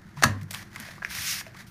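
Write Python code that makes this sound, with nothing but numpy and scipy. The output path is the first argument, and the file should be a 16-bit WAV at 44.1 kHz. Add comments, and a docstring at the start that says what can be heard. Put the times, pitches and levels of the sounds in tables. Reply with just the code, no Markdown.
"""Printer cover and paper

A small printer's plastic cover is pressed shut after a dull scrape: the latches snap, and the impact
excites the modes of case and desk. A hand bumps the desk and picks at the sheets, which crackle and
buckle, then pulls one away with a swelling friction hiss. A small room reverberates and rumbles."""
import sys
import numpy as np
from scipy import signal
from scipy.fft import rfft, irfft
from scipy.io import wavfile

SR = 44100
rng = np.random.default_rng(int(sys.argv[2]) if len(sys.argv) > 2 else 0)


def pcm_store(signal):
    """Save signal as 16-bit PCM."""
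    levels = np.round(np.clip(np.atleast_2d(signal), -1, 1) * 32767)
    wavfile.write(sys.argv[1], SR, levels.astype(np.int16).T)


N = 74970
SHUT_S = 0.2365

# latch contacts: (time [s], relative crack level [dB], chatter t60 [s], treble tilt [dB/octave],
# knock frequency [Hz], knock level [dB])
LATCH_CONTACTS = [(0.2244, -14, 0.023, -3, 757, -16), (0.2322, -18.5, 0.016, 0.5, 1950, -20),
                  (0.2358, -8, 0.007, -4, 1721, -4), (0.2375, -3.5, 0.012, 0, 1116, -9),
                  (0.2392, -4, 0.026, -0.5, 1756, -11.5), (0.2420, -13.5, 0.023, 0, 1070, -12)]
# spectrum of the plastic's crack: (frequency [Hz], gain [dB])
CRACK_SPECTRUM = [(100, -16), (350, -3), (470, -12), (650, -3.5), (1100, 3.5), (1500, 3.5), (1850, 9.5),
                  (2250, -5), (2650, 0.5), (3100, -6.5), (4500, 1.5), (5200, -6.5), (5900, 2), (7000, -3.5),
                  (7700, -7), (9200, -7), (11500, -11), (15000, -15.5)]
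def latches(crack_gain_db=17.5):
    """Impact excitation: each contact chatters in a broadband crack and rings one damped mode."""
    out = 0
    for s, db, t60, tilt, knock_hz, knock_db in LATCH_CONTACTS:
        crack = from_db(crack_gain_db + db) * colour(burst(t60), CRACK_SPECTRUM, tilt)
        knock = from_db(knock_db) * ring(s, knock_hz, t60=0.018, rise_s=0.00042)
        out += placed(s, crack) + knock
    return out


# modes of the plastic case: (frequency [Hz], relative level [dB], t60 [s])
CASE_MODES = [(561, -38, 0.28), (633, -30, .15), (766, -35, 0.17), (900, -35, .12), (976, -33, .25),
              (1052, -35, 0.34), (1283, -17.5, 0.08), (1350, -24.5, 0.11), (1675, -16, 0.094),
              (1910, -42, .1), (4560, -33, 0.11)]
def case(gain_db=2.5):
    """Modal superposition: the landing cover sets the case ringing in modes of alternating sign."""
    return sum((-1) ** k * from_db(gain_db + db) * ring(SHUT_S, hz, t60, rise_s=0.0027)
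               for k, (hz, db, t60) in enumerate(CASE_MODES))


# low modes of desk and room: (frequency [Hz], level [dB], t60 [s], build-up [s])
DESK_MODES = [(67, -29.5, 0.32, 0.014), (99.4, -22.5, 0.81, .032), (111.4, -14.5, 0.21, 0.024),
              (141.8, -20.5, 0.27, 0.014), (200, -34, 0.81, 0.013), (226.5, -18.5, 0.207, 0.0079),
              (280, -29.5, 0.27, 0.004), (307, -33, 0.29, 0.0052)]
def desk_boom():
    """Free vibration: the low modes of desk and room build up and decay after the cover lands."""
    return sum(from_db(db) * ring(SHUT_S, hz, t60, rise_s) for hz, db, t60, rise_s in DESK_MODES)


# a dull scrape just before the cover snaps shut, then paper crackles: (time [s], relative level [dB],
# t60 [s], treble tilt [dB/octave], resonance [Hz], resonance boost [dB])
SCRAPE_AND_CRACKLES = [(0.171, -23.5, 0.09, -13.5, 990, 4.5), (0.412, -17.5, 0.072, -1, 3200, 1),
                       (0.431, -24, 0.022, 4.5, 5940, 4.5), (0.5081, -10.5, 0.018, 4.5, 3380, 6),
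                       (0.511, -7.5, 0.019, 4, 610, 21), (0.518, -16, .025, 4, 4460, 8),
                       (0.5318, -18, 0.0084, 4, 8060, 12), (0.539, -11, 0.053, 3.5, 2450, 14),
                       (0.5461, -5.5, 0.0069, -1.5, 9000, 8), (0.547, -6.5, 0.0083, -0.5, 3300, 13),
                       (0.554, -12, .025, -2.5, 1760, 8), (0.559, -16.5, 0.025, -2.5, 1020, 15),
                       (0.731, -26, 0.01, 1.5, 2100, 3), (0.76, -11, 0.011, 0.5, 2080, 12.5),
                       (0.763, -10.5, 0.027, -4.5, 1110, 5), (0.7999, -10.5, 0.022, 1, 11300, 12),
                       (0.8864, -17.5, 0.014, -4.5, 900, 1), (0.980, -27.5, 0.027, -13, 1200, 8),
                       (1.15, -7, .04, 2, 1700, 10), (1.41, -11, 0.027, -4.5, 1710, 9.5),
                       (1.545, -21, 0.052, -9, 1186, 6)]
# their common spectrum: (frequency [Hz], gain [dB])
BURST_SPECTRUM = [(200, -33), (450, -16.5), (700, -8), (1100, 1.5), (1400, -0.5), (2100, 5), (3000, -3),
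                  (5000, -3.5), (7500, -7.5), (11000, -10), (15000, -13.5)]
def scrape_and_crackles(gain_db=-0.5, resonance_q=7.6):
    """Resonant bursts: a dull scrape, then crackles that each ring in a bent patch of the paper."""
    out = 0
    for s, db, t60, tilt, hz, boost_db in SCRAPE_AND_CRACKLES:
        noise = colour(burst(t60), BURST_SPECTRUM, tilt)
        resonance = signal.lfilter(*signal.iirpeak(hz, resonance_q, fs=SR), noise)
        boosted = noise + (from_db(boost_db) - 1) * resonance
        out += placed(s, from_db(gain_db + db) * boosted)
    return out


# buckles of the sheet: (time [s], tone level [dB], frequency [Hz], t60 [s], snap level [dB])
BUCKLES = [(0.886, -35.5, 633, 0.029, -28), (1.02, -28.5, 1640, 0.043, -31),
           (1.0233, -26.5, 820, 0.0087, -25), (1.0267, -11, 1560, 0.0035, -19),
           (1.0483, -9, 1683, 0.0075, -1.5), (1.466, -37.5, 650, 0.056, -17)]
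# spectrum of the snap: (frequency [Hz], gain [dB])
SNAP_SPECTRUM = [(300, -16), (900, -1), (2500, 10), (4200, -29), (5500, -0.5), (6600, -22), (7600, -25),
                 (15000, -22)]
def flicks():
    """Snap-through buckling: the sheet pops over with a brief hollow tone and a small snap."""
    out = 0
    for s, db, hz, t60, snap_db in BUCKLES:
        tone = from_db(db) * ring(s, hz, t60, rise_s=0.00054)
        snap = from_db(snap_db) * colour(burst(t60=0.0013), SNAP_SPECTRUM)
        out += tone + placed(s, snap)
    return out


# hiss following the sheet's speed, one list per stroke: (time [s], level [dB])
SLIDE_STROKES = [
    [(0.50, -70), (0.545, -46), (0.585, -45.5), (0.63, -67), (0.68, -73)],
    [(1.085, -58.5), (1.103, -39.5), (1.145, -38.5), (1.165, -35.5), (1.23, -34.5), (1.292, -29.5),
     (1.33, -31), (1.36, -35.5), (1.408, -36.5), (1.425, -60), (1.49, -85)],
    [(1.655, -81), (1.67, -53.5), (1.70, -58.5)],
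]
# spectrum of the hiss: (frequency [Hz], relative level [dB])
HISS_SPECTRUM = [(300, -49), (800, -32), (1200, -7.5), (2200, 1.5), (3300, -2.5), (4500, -1), (5400, 1),
                 (6600, -4.5), (7600, -12), (9200, -3.5), (10400, -8), (12000, -6), (15000, -9.5)]
# broad band in which the sheet sings: (frequency [Hz], relative level [dB])
SING_SPECTRUM = [(2500, -42), (4600, -12), (5400, -3), (6400, -3), (7400, -9.5), (10000, -26)]
def sliding_sheet(judder_db=0.76, sing_db=-33, sing_exponent=2.4):
    """Friction noise grows with speed: the pulled sheet hisses, and sings when it moves fastest."""
    speed = sum(envelope(stroke) for stroke in SLIDE_STROKES)
    hiss = speed * friction(HISS_SPECTRUM, judder_db)
    sing_gain = from_db(sing_db) * (speed / speed.max()) ** sing_exponent
    return hiss + sing_gain * friction(SING_SPECTRUM, judder_db)


# course of the rubbing: (time [s], level [dB])
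RUB_LEVELS = [(0, -59.5), (0.06, -60.5), (0.16, -60.5), (0.174, -47.5), (0.215, -47.5), (0.26, -50),
              (0.48, -63.5), (0.54, -44.5), (0.56, -48), (0.62, -44.5), (0.65, -58), (0.71, -59.5),
              (0.75, -48.5), (0.795, -50), (0.812, -43.5), (0.935, -47), (1.005, -55.5), (1.06, -44.5),
              (1.09, -50.5), (1.16, -39), (1.40, -48.5), (1.43, -57.5), (1.47, -48.5), (1.525, -61.5),
              (1.57, -49), (1.608, -44), (1.65, -60.5), (1.70, -91)]
# spectrum of the rubbing: (frequency [Hz], relative level [dB])
RUB_SPECTRUM = [(150, -26), (450, -19.5), (620, -6), (900, -4), (1250, -1.5), (1850, 6.5), (2800, -7),
                (4500, -6), (6500, -9), (7700, -15.5), (10500, -15), (15000, -19)]
def rubbing():
    """Uneven sliding friction: the handled sheets rub dully on each other and on the case."""
    return envelope(RUB_LEVELS) * friction(RUB_SPECTRUM, judder_db=2.5)


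# bumps on printer and desk: (time [s], level [dB], frequency [Hz], t60 [s])
HAND_BUMPS = [(0.167, -33.5, 145, 0.75), (0.361, -31.5, 252.5, 0.1), (0.42, -29.5, 148.7, 0.21),
              (0.795, -33.5, 223, 0.1), (0.871, -44.5, 147, 0.11), (0.955, -38, 142, 0.17),
              (1.086, -42, 64.4, 0.26), (1.179, -37.5, 85, 0.27)]
def hand_bumps():
    """Soft impact: each touch of a hand excites a single low mode."""
    return sum(from_db(db) * ring(s, hz, t60, rise_s=0.0066) for s, db, hz, t60 in HAND_BUMPS)


# spectrum of the reverberation: (frequency [Hz], gain [dB])
ROOM_SPECTRUM = [(80, 1), (250, 3), (350, -5.5), (460, 3), (600, -6.5), (1000, -14), (2000, -10.5),
                 (5000, -14), (14000, -11.5)]
# reverberation time: (frequency [Hz], t60 [s])
ROOM_DECAY = [(100, 0.72), (500, 0.39), (1800, 0.32), (5000, 0.19), (14000, 0.16)]
def room(x, delay_s=0.005):
    """Diffuse reverberation: each octave decays exponentially, the treble fastest."""
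    response, edges_hz = 0, np.geomspace(60, 16000, 9)
    for low, high in zip(edges_hz, edges_hz[1:]):
        t60 = at_hz(ROOM_DECAY, np.sqrt(low * high))
        tail = rng.standard_normal(N // 2) * decay(t60, N // 2)
        octave = signal.butter(2, [low, high], "band", fs=SR, output="sos")
        response += signal.sosfilt(octave, tail / np.linalg.norm(tail))
    return signal.fftconvolve(x, placed(delay_s, colour(response, ROOM_SPECTRUM)))[:N]


# spectral density of the room's rumble: (frequency [Hz], relative level [dB])
RUMBLE_SPECTRUM = [(25, -12), (45, -6), (65, -7), (105, 1), (160, -0.5), (198, 1), (260, -12.5), (350, -9),
                   (450, -24.5), (700, -22.5), (1700, -18.5), (3000, -43.5), (8000, -47.5), (15000, -58)]
def rumble(rms_db=-49):
    """Stationary noise: the room's background has most of its power at low frequencies."""
    hz = np.arange(N // 2 + 1) * SR / N
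    spectrum = rfft(rng.standard_normal(N)) * from_db(at_hz(RUMBLE_SPECTRUM, hz))
    return from_db(rms_db) * unit_rms(irfft(spectrum, N))


def friction(spectrum, judder_db, fibres_per_s=5000, fibre_share=0.34, judder_hz=71):
    """Shot noise of catching fibres over a smooth hiss, modulated by an uneven stroke; unit rms."""
    fibres = unit_rms(rng.choice([-1, 1], N) * (rng.random(N) < fibres_per_s / SR))
    noise = np.sqrt(fibre_share) * fibres + np.sqrt(1 - fibre_share) * rng.standard_normal(N)
    lowpass = signal.butter(2, judder_hz, fs=SR, output="sos")
    judder = unit_rms(signal.sosfilt(lowpass, rng.standard_normal(N)))
    return unit_rms(colour(noise * from_db(judder_db * judder), spectrum))


def ring(s, hz, t60, rise_s):
    """Damped oscillator: one mode builds up from time s and dies away."""
    age = np.arange(int(min(2 * t60 * SR, N))) / SR
    build_up = (1 - np.exp(-2 * age / rise_s)) ** 2
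    return placed(s, np.sin(2 * np.pi * hz * age) * decay(t60, len(age)) * build_up)


def burst(t60, size=4096):
    """Contact chatter: a dying run of tiny impacts with an even spectrum and unit energy."""
    spectrum = rfft(rng.standard_normal(size) * decay(t60, size))
    chatter = irfft(spectrum / (abs(spectrum) + 1e-12)) * decay(4 * t60, size)
    return chatter / np.linalg.norm(chatter)


def colour(x, spectrum, tilt_db=0, size=4096):
    """Minimum-phase filter with the given spectrum, tilted by tilt_db per octave about 3 kHz."""
    hz = np.arange(size // 2 + 1) * SR / size
    octaves = np.log2(np.clip(hz, 1000, 16000) / 3000)
    cepstrum = irfft(np.log(from_db(at_hz(spectrum, hz) + tilt_db * octaves)))
    cepstrum[1:size // 2] *= 2  # folding the cepstrum makes the filter causal
    cepstrum[size // 2 + 1:] = 0
    response = irfft(np.exp(rfft(cepstrum)))
    return signal.oaconvolve(x, response)[:len(x)]


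def envelope(points, hold_s=0.03):
    """Gain through (time [s], level [dB]) points, held briefly at each end and silent beyond."""
    s, db = np.transpose(points)
    t = np.arange(N) / SR
    sounding = (t >= s[0] - hold_s) & (t <= s[-1] + hold_s)
    return from_db(np.interp(t, s, db)) * sounding


def decay(t60, size):
    """Exponential decay by 60 dB every t60 seconds."""
    return np.exp(-np.log(1000) * np.minimum(np.arange(size) / SR / t60, 10))


def at_hz(points, hz):
    """Interpolation on a log-frequency axis."""
    frequencies, values = np.transpose(points)
    return np.interp(np.log(np.maximum(hz, 1)), np.log(frequencies), values)


def placed(s, x):
    """Delay by s seconds within the scene's length."""
    return np.pad(x, (int(s * SR), N))[:N]


def from_db(db):
    return 10 ** (np.asarray(db) / 20)


def unit_rms(x):
    return x / np.sqrt(np.mean(x ** 2) + 1e-20)


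def scene():
    """Superposition of direct and diffuse sound; the latches radiate differently to three sides."""
    handling = scrape_and_crackles() + flicks() + rubbing() + sliding_sheet()
    front, left, right = latches(), latches(), latches()
    share = 1 / np.sqrt(3)  # incoherent sides add in power
    reverberation = room(handling + share * front) + share * (room(left) + room(right))
    return (front + case() + desk_boom() + handling + hand_bumps() + reverberation + rumble())[None]


def record(dry, ceiling=0.9, cutoff_hz=15250):
    """Soft saturation rounds the peaks, and a steep low-pass limits the bandwidth."""
    hz = np.arange(N // 2 + 1) * SR / N
    rounded = ceiling * np.tanh(dry / ceiling)
    return irfft(rfft(rounded) / np.sqrt(1 + (hz / cutoff_hz) ** 400), N)


dry = scene()
out = record(dry)
pcm_store(out)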